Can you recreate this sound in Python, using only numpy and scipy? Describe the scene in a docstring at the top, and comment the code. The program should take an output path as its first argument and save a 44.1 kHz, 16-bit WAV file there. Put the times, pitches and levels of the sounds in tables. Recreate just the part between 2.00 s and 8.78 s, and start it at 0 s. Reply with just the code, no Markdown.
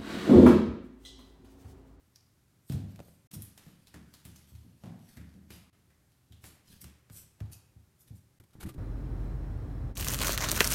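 """Barefoot dancers on a carpeted house floor in a tall, live room, heard from a phone 0.4 to 2.8 m away. Over
faint rumble and hum a first slap of skin sounds; at 0.7 s a heavy landing booms the floor, then heels make the
floor boom, soles and hands slap, and clothes swish past. Near 1 s the phone or its stand knocks hollowly. The
dancers circle, rustling, then come nearer, and a firm thump sounds at 5.4 s. At the end come close bumps and
rubs as a fridge door opens, and a bottle clinks. The sound drops out briefly at 1.3, 3.7 and 6.4 s."""
import sys
import numpy as np
from scipy import signal
from scipy.fft import rfft, irfft, next_fast_len
from scipy.io import wavfile
from scipy.ndimage import uniform_filter1d, map_coordinates

SR = 44100
rng = np.random.default_rng(int(sys.argv[2]) if len(sys.argv) > 2 else 0)


def master_out(mix):
    """Clip the mix to full scale and print it as 16-bit PCM to the path in sys.argv[1]."""
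    frames = np.transpose(np.atleast_2d(mix))
    ceiling = np.clip(frames, -1, 1)
    pcm = np.round(ceiling * 32767).astype(np.int16)
    wavfile.write(sys.argv[1], SR, pcm)


N = 298998

# Spectrum of knocked floorboards. Each row: frequency in Hz, level in dB.
BOARD_SPECTRUM = [(90, -33), (150, -5), (188, -1), (235, -3.5), (280, -9), (325, -12.5), (400, -20.5),
                  (520, -19.5), (800, -23), (2000, -86)]
# Spectrum of sliding cloth. Each row: frequency in Hz, level in dB.
CLOTH_SPECTRUM = [(150, 12), (500, -8.5), (1500, -4), (3000, 1), (5000, 1), (8000, -5.5), (12000, 0.5),
                  (16000, -19)]


def amp(db):
    """Decibels to gain."""
    return 10 ** (np.asarray(db) / 20)


def unit(x):
    """Scale to rms 1."""
    return x / np.sqrt(np.mean(x ** 2) + 1e-20)


def unit_top(x, window_s=0.023):
    """Scale so that the loudest stretch has rms 1."""
    power = uniform_filter1d(x ** 2, int(window_s * SR), mode="constant")
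    return x / np.sqrt(power.max() + 1e-20)


def along(points, hz):
    """Read (Hz, value) points on a log frequency axis."""
    knots_hz, values = np.transpose(points)
    return np.interp(np.log(hz + 1), np.log(knots_hz + 1), values)


def noise(spectrum, size):
    """Coloured noise of rms 1."""
    padded = next_fast_len(size + 8192)
    gain = amp(along(spectrum, np.fft.rfftfreq(padded, 1 / SR)))
    return unit(irfft(rfft(rng.standard_normal(padded)) * gain, padded)[:size])


def burst(envelope, evenness=0.18):
    """A noise burst of energy 1, its spectrum slightly evened out."""
    spectrum = rfft(rng.standard_normal(len(envelope)) * envelope)
    x = irfft(spectrum / (np.abs(spectrum) + 1e-9) ** evenness, len(envelope))
    return x / np.linalg.norm(x)


def coloured(x, spectrum, size=4096):
    """Causal filter: nothing sounds before the blow."""
    gain = amp(along(spectrum, np.fft.rfftfreq(size, 1 / SR)))
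    cepstrum = irfft(np.log(gain))
    cepstrum[1:size // 2] *= 2
    cepstrum[size // 2 + 1:] = 0
    return signal.fftconvolve(x, irfft(np.exp(rfft(cepstrum))))[:len(x)]


def wobble(rate, size):
    """A smooth random curve with rate knots a second."""
    knots = rng.standard_normal(int(size * rate / SR) + 4)
    return map_coordinates(knots, [np.arange(size) * rate / SR])


def add(track, start_s, sound):
    """Mix a sound into the track."""
    start = max(round(start_s * SR), 0)
    stretch = track[start:start + len(sound)]
    stretch += sound[:len(stretch)]


def distance(at_s):
    """Metres from the dancers to the microphone."""
    # The dancers' path. Each row: time in seconds, distance in metres.
    path = [(0.15, 1.07), (0.74, 2.3), (1.0, 0.42), (1.42, 2.16), (2.0, 2.26), (2.9, 2.8), (3.5, 2.08),
            (4.45, 2.2), (4.85, 1.37), (6.1, 1.15)]
    return np.interp(at_s, *np.transpose(path))


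def room_air(level_db=-68, hum_db=-77, hum_hz=119):
    """Low house rumble, a wavering appliance hum and microphone hiss."""
    # Rumble and hiss. Each row: frequency in Hz, level in dB.
    air_spectrum = [(26, -45), (45, -8), (63, -1), (123, 0.5), (192, -8), (411, -14), (453, -21),
                    (513, -18.5), (656, -21), (1340, -23.5), (2080, -25), (2600, -27.5), (13500, -29),
                    (16000, -38.5)]
    t = np.arange(N) / SR
    hum_gain = amp(hum_db + 3 * wobble(30, N))
    hum = hum_gain * np.sin(2 * np.pi * hum_hz * t + 0.51 * wobble(8.5, N))
    return hum + amp(level_db) * noise(air_spectrum, N)


def room_tail(early_db=5, early_s=0.01):
    """Room echo of energy 1: strong near walls, then a tail whose treble dies first."""
    # The room's decay. Each row: frequency in Hz, seconds to fall 60 dB.
    room_t60 = [(100, 0.66), (400, 0.72), (1500, 0.89), (4000, 0.57), (9000, 0.43), (15000, 0.24)]
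    hz, frame_s, bands = signal.stft(rng.standard_normal(SR), SR, nperseg=256)
    decay = amp(-60 * frame_s / along(room_t60, hz)[:, None])
    tail = signal.istft(bands * decay, SR, nperseg=256)[1][:SR]
    t = np.arange(SR) / SR
    onset = 1 - np.exp(-t / 0.002)
    tail *= onset * amp(early_db * np.exp(-t / early_s) + 1.24 * wobble(255, SR))
    return tail / np.linalg.norm(tail)


def small_ticks(from_s=0.95, level_db=-47, spread_db=4, wet_db=2, count=30):
    """Toes, hems and hair tick faintly at random once the dance is under way."""
    blows = np.zeros(N)
    for when, strength in rng.random((count, 2)):
        add(blows, from_s + when * (N / SR - from_s), amp([level_db + spread_db * (2 * strength - 1)]))
    direct = coloured(blows, CLOTH_SPECTRUM)
    return direct + amp(wet_db) * signal.fftconvolve(direct, room_tail())[:N]


def friction(strokes, surface, grain_db, grain_rate, swell_share=0.37):
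    """Sliding contacts catch and let go as they swell and fade, each with its share of bright hiss."""
    # The bright hiss of sliding. Each row: frequency in Hz, level in dB.
    sheen_spectrum = [(2000, -30.5), (5000, -10), (8500, -1.5), (12000, -1.5), (14000, -0.5),
                      (16000, -29.5)]
    t, dull, bright = np.arange(N) / SR, np.zeros(N), np.zeros(N)
    for peak_s, db, length_s, sheen_db in strokes:
        rise_s, fall_s = swell_share * length_s, (1 - swell_share) * length_s
        speed = np.exp(-(np.minimum(t - peak_s, 0) / rise_s) ** 2 / 2 - np.maximum(t - peak_s, 0) / fall_s)
        power = (amp(db) * speed) ** 2 / (1 + amp(sheen_db) ** 2)
        dull += power
        bright += power * amp(sheen_db) ** 2
    catches = unit(amp(grain_db * wobble(grain_rate, N) + 2.14 * wobble(60, N)))
    return catches * (np.sqrt(dull) * noise(surface, N) + np.sqrt(bright) * noise(sheen_spectrum, N))


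def rustles(start_s=1.63, end_s=3.096, level_db=-71, spread_db=6.5, length_s=0.2, sheen_db=-6, count=7):
    """Faint strokes of cloth at loosely even times while the dancers circle the room."""
    slot_s = (end_s - start_s) / count
    return [(start_s + (k + late) * slot_s, level_db + spread_db * (2 * strength - 1), length_s, sheen_db)
            for k, (late, strength) in enumerate(rng.random((count, 2)))]


def clothes(level_db=-1, wet_db=-4, patchy_db=3.5):
    """Dresses and shorts swish as the dancers turn; shifting folds keep changing the colour."""
    # Strokes of cloth. Each row: peak time in seconds, relative level in dB, length in seconds,
    # sheen in dB against the cloth.
    swishes = [(0.715, -62, 0.084, 14), (0.91, -62, 0.045, -10), (1.07, -67.5, 0.14, 3.5),
               (1.342, -44.5, 0.017, 6.5), (1.45, -68, 0.15, -1), (2.495, -62.5, 0.04, 2),
               (3.11, -63.5, 0.13, -3), (3.55, -57, 0.067, -8), (4.468, -56, 0.063, 3),
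               (4.72, -60, 0.086, -6), (4.821, -54, 0.023, 7), (5.145, -54, 0.041, 11),
               (5.18, -49.5, 0.051, 8.5), (5.533, -51.5, 0.026, 2.5), (6.008, -60.5, 0.03, 16),
               (6.08, -64, 0.016, -1), (6.165, -65.5, 0.033, 5)]
    sliding = friction(swishes + rustles(), CLOTH_SPECTRUM, grain_db=2, grain_rate=550)
    bands = signal.stft(sliding, nperseg=512)[2]
    folds = uniform_filter1d(rng.standard_normal(bands.shape), size=4, axis=0)
    folds = unit(uniform_filter1d(folds, size=10, axis=1))
    direct = amp(level_db) * signal.istft(bands * amp(patchy_db * folds), nperseg=512)[1][:N]
    return direct + amp(wet_db) * signal.fftconvolve(direct, room_tail())[:N]


def fridge_door(ring_db=-1, thud_db=-7, decay_s=0.013, thud_life=2.03, sheen_db=-3):
    """Close bumps and rubs, with no room echo, as a fridge door opens; a bottle clinks."""
    # Bumps and, at 6.69 s, the clink. 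Each row: start in seconds, relative level in dB, pitch in Hz.
    bumps = [(6.401, -48.5, 109), (6.553, -41.5, 141), (6.584, -43, 128), (6.63, -33.5, 54.7),
             (6.652, -31.5, 190), (6.654, -39, 334), (6.659, -30.5, 65.6), (6.691, -50, 1194),
             (6.703, -40, 124), (6.747, -42, 278), (6.76, -40, 138)]
    # Short rubs. Each row: peak time in seconds, level in dB, length in seconds.
    rubs = [(6.399, -59.5, 0.01), (6.441, -61.5, 0.008), (6.539, -65.5, 0.014), (6.612, -45, 0.014),
            (6.634, -49, 0.017), (6.67, -55, 0.021), (6.695, -45.5, 0.015), (6.744, -59.5, 0.01)]
    # Spectra of a thud and of a rub. Each row: frequency in Hz, level in dB.
    thud_spectrum = [(30, 4), (90, 9.5), (230, -2), (350, 1), (500, -24), (900, -22), (2000, -26),
                     (5000, -67)]
    rub_spectrum = [(100, 8.5), (380, 3), (700, 7), (950, -2), (1300, 3.5), (1700, -2), (2400, -1),
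                    (4500, -4), (8000, -17), (16000, -46)]
    knocks, t = np.zeros(N), np.arange(SR // 4) / SR
    onset = 1 - np.exp(-t / 0.00049)
    for start_s, db, hz in bumps:
        ring = amp(ring_db) * np.sin(2 * np.pi * hz * t) * np.exp(-t / decay_s)
        thud = amp(thud_db) * noise(thud_spectrum, len(t)) * np.exp(-t / (decay_s * thud_life))
        add(knocks, start_s, amp(db) * (ring + thud) * onset)
    return knocks + friction([(*rub, sheen_db) for rub in rubs], rub_spectrum, grain_db=1, grain_rate=750)


def slaps(crack_s=0.0022, brush_s=0.0093, brush_db=-10, width_octaves=0.28, room_radius_m=1.6):
    """Each contact brushes, then lands in a short crack coloured by a resonance; the hard walls answer."""
    # Skin slaps, plus three hollow knocks near 1 s from the phone or its stand.
    # Each row: time in seconds, relative level in dB, pitch of the resonance in Hz, its boost in dB.
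    contacts = [(0.159, -34, 5150, 15), (0.698, -22, 3700, 8), (0.722, -19, 2290, 0),
                (0.960, -31.5, 2500, 5.5), (0.992, -29, 584, 10.5), (1.002, -26, 580, 4),
                (1.083, -39.5, 606, 11), (1.314, -26.5, 6020, -0.5), (1.337, -27.5, 3170, 1),
                (1.4211, -26.5, 11000, 11), (1.577, -23, 3000, 1.5), (1.664, -34.5, 1720, 6),
                (1.871, -31, 4100, 7.5), (1.942, -23, 1710, 6.5), (2.139, -26, 4230, 5.5),
                (2.252, -22.5, 5500, -4), (2.360, -30, 5800, 7), (2.552, -34.5, 4000, 4.5),
                (2.837, -27, 704, 9.5), (2.858, -28.5, 910, 5), (3.170, -26.5, 1850, 10.5),
                (3.505, -21.5, 2440, 5), (3.904, -41.5, 1880, 12), (4.323, -33.5, 3380, 11.5),
                (4.441, -20.5, 2280, 3), (4.842, -21.5, 2800, 3), (5.099, -29.5, 1510, 4),
                (5.404, -24.5, 765, 2), (5.531, -35, 5300, 13.5)]
    # A slap of skin. 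Each row: frequency in Hz, level in dB.
    skin_spectrum = [(100, -39), (300, 7.5), (500, 0), (14000, -2), (16000, -11.5)]
    out, lead = np.zeros(N), SR // 25
    t = np.arange(-lead, SR // 2) / SR
    hz = np.geomspace(50, SR / 2, 120)
    for at_s, db, resonance_hz, boost_db in contacts:
        crack = burst(np.exp(-abs(t) / crack_s) * (t >= 0))
        brush = amp(brush_db) * burst(np.exp(-abs(t) / brush_s))
        echo = np.pad(room_tail(), (lead, 0))[:len(t)]
        wet = distance(at_s) / room_radius_m  # far slaps trade direct sound for room
        heard = (crack + brush + wet * echo) / np.sqrt(1 + 0.69 * wet ** 2)
        hump_db = boost_db * np.exp(-(np.log2(hz / resonance_hz) / width_octaves) ** 2 / 2)
        # a small patch of skin traps little air: it is both higher and brighter than a whole sole
        db_per_octave = 2 * np.log2(resonance_hz / 3420)
        tilt_db = db_per_octave * np.log2(np.maximum(hz, 500) / 3000)
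        colour = np.transpose([hz, along(skin_spectrum, hz) + tilt_db + hump_db])
        add(out, at_s + t[0], amp(db) * coloured(heard, colour))
    return out


def boards(t, t60, count=12):
    """Upper floor modes: every spot has its own few pitches, and the high ones die first."""
    spot, strength = rng.random((2, count))
    hz = 140 * 3.5 ** ((np.arange(count) + spot) / count)
    gain = amp(along(BOARD_SPECTRUM, hz)) * (0.5 + strength) * rng.choice([-1, 1], size=count)
    decay = amp(-60 * np.outer(np.sqrt(hz / hz.min()), t) / t60)
    return gain @ (np.sin(2 * np.pi * np.outer(hz, t)) * decay)


def floor_ring(t, t60, spot_hz, falloff_db_per_octave=27.5):
    """Deep floor modes: a step in mid-span favours the lowest, a stiffer spot a higher one."""
    # Floor resonances. Each row: frequency in Hz, relative level in dB, ring time as a multiple of t60.
    modes = [(76.95, -3.5, 1.43), (105, -4.5, 0.99), (135.3, -4, 0.48), (174.6, -5, 0.6)]
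    ring = np.zeros(len(t))
    for hz, db, life in modes:
        favour = amp(-falloff_db_per_octave * abs(np.log2(hz / spot_hz)))
        # every spot rings at slightly different strengths and pitches
        envelope = amp(db + rng.normal(0, 1) - 60 * t / (t60 * life))
        pitch_hz = hz * (1 + rng.normal(0, 0.029))
        ring -= favour * envelope * np.sin(2 * np.pi * pitch_hz * t)
    return ring


def footfalls(boom_db=-3, knock_db=-4, scatter_db=-9, blur_db=-6, tail_db=-21, tail_t60=0.98):
    """Each heel rings the floor's deep modes and, when hard, its boards; the room smears both."""
    # Heels landing. Each row: start in seconds, relative level in dB, extra gain of the knock in dB,
    # pitch that the spot favours in Hz.
    steps = [(0.7, -29, -5, 136), (0.743, -27.5, -13.5, 112), (0.992, -43, -8, 105), (1.333, -50, 5.5, 165),
             (1.362, -39.5, -10.5, 100.6), (1.666, -52.5, 0.5, 168), (1.941, -49.5, 2, 88.5),
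             (2.252, -46, -4.5, 92.3), (2.52, -43, -16, 88.6), (2.647, -51, -2.5, 78), (2.836, -45, 1, 127),
             (2.875, -41, -9, 170), (3.171, -43.5, -3.5, 91), (3.349, -51, 0, 86), (3.504, -52, -0.5, 91),
             (4.305, -49, -12, 89), (4.434, -51.5, -6.5, 90), (4.698, -55, -2.5, 82.5),
             (4.826, -52.5, -2, 174), (4.843, -44.5, -17, 77), (5.106, -45.5, -13, 101.5),
             (5.411, -31, -19.5, 97), (5.763, -47.5, -12.5, 95), (6.106, -40.5, -11.5, 102)]
    # The floor's boom. Each row: frequency in Hz, level in dB.
    boom_spectrum = [(25, -12), (50, -18), (75, -3.5), (105, 5.5), (150, -3), (190, -19.5), (280, -38),
                     (600, -62)]
    out, t = np.zeros(N), np.arange(SR) / SR
    carpet_onset = 1 - np.exp(-t / 0.0011)  # carpet softens the start of the blow
    for start_s, db, hard_db, spot_hz in steps:
        boom_t60 = 0.2 * distance(start_s) ** 1.16  # far steps cross more floor and ring longer
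        knock_t60 = 1.76 * boom_t60
        ring = unit_top(floor_ring(t, boom_t60, spot_hz))
        smear_decay = amp(scatter_db - 60 * t / boom_t60) + amp(tail_db - 60 * t / tail_t60)
        boom = unit_top(ring + noise(boom_spectrum, SR) * smear_decay)
        blur = noise(BOARD_SPECTRUM, SR) * amp(blur_db - 60 * t / knock_t60)
        knock = unit_top(unit_top(boards(t, knock_t60)) + blur)
        blow = amp(boom_db) * boom + amp(hard_db + knock_db) * knock
        add(out, start_s, amp(db) * carpet_onset * blow)
    # the footfalls carry little below 60 Hz
    return signal.sosfilt(signal.butter(4, 60, "highpass", fs=SR, output="sos"), out)


def scene():
    """All sources at the one microphone."""
    return (footfalls() + slaps() + clothes() + small_ticks() + fridge_door() + room_air())[None]


def record(dry):
    """The sound drops out briefly three times; nothing passes above 16.1 kHz."""
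    # Dropouts. Each row: start in seconds, end in seconds, gain in dB.
    dropouts = [(1.272, 1.310, -50), (3.700, 3.728, -14), (6.388, 6.400, -35)]
    t, gain = np.arange(N) / SR, np.ones(N)
    for start_s, end_s, db in dropouts:
        gain[(t > start_s) & (t < end_s)] = amp(db)
    padded = next_fast_len(N + 8192)
    spectrum = rfft(dry * uniform_filter1d(gain, size=96), padded)
    passband = np.fft.rfftfreq(padded, 1 / SR) < 16100
    return irfft(spectrum * passband, padded)[..., :N]


dry = scene()
out = record(dry)
master_out(out)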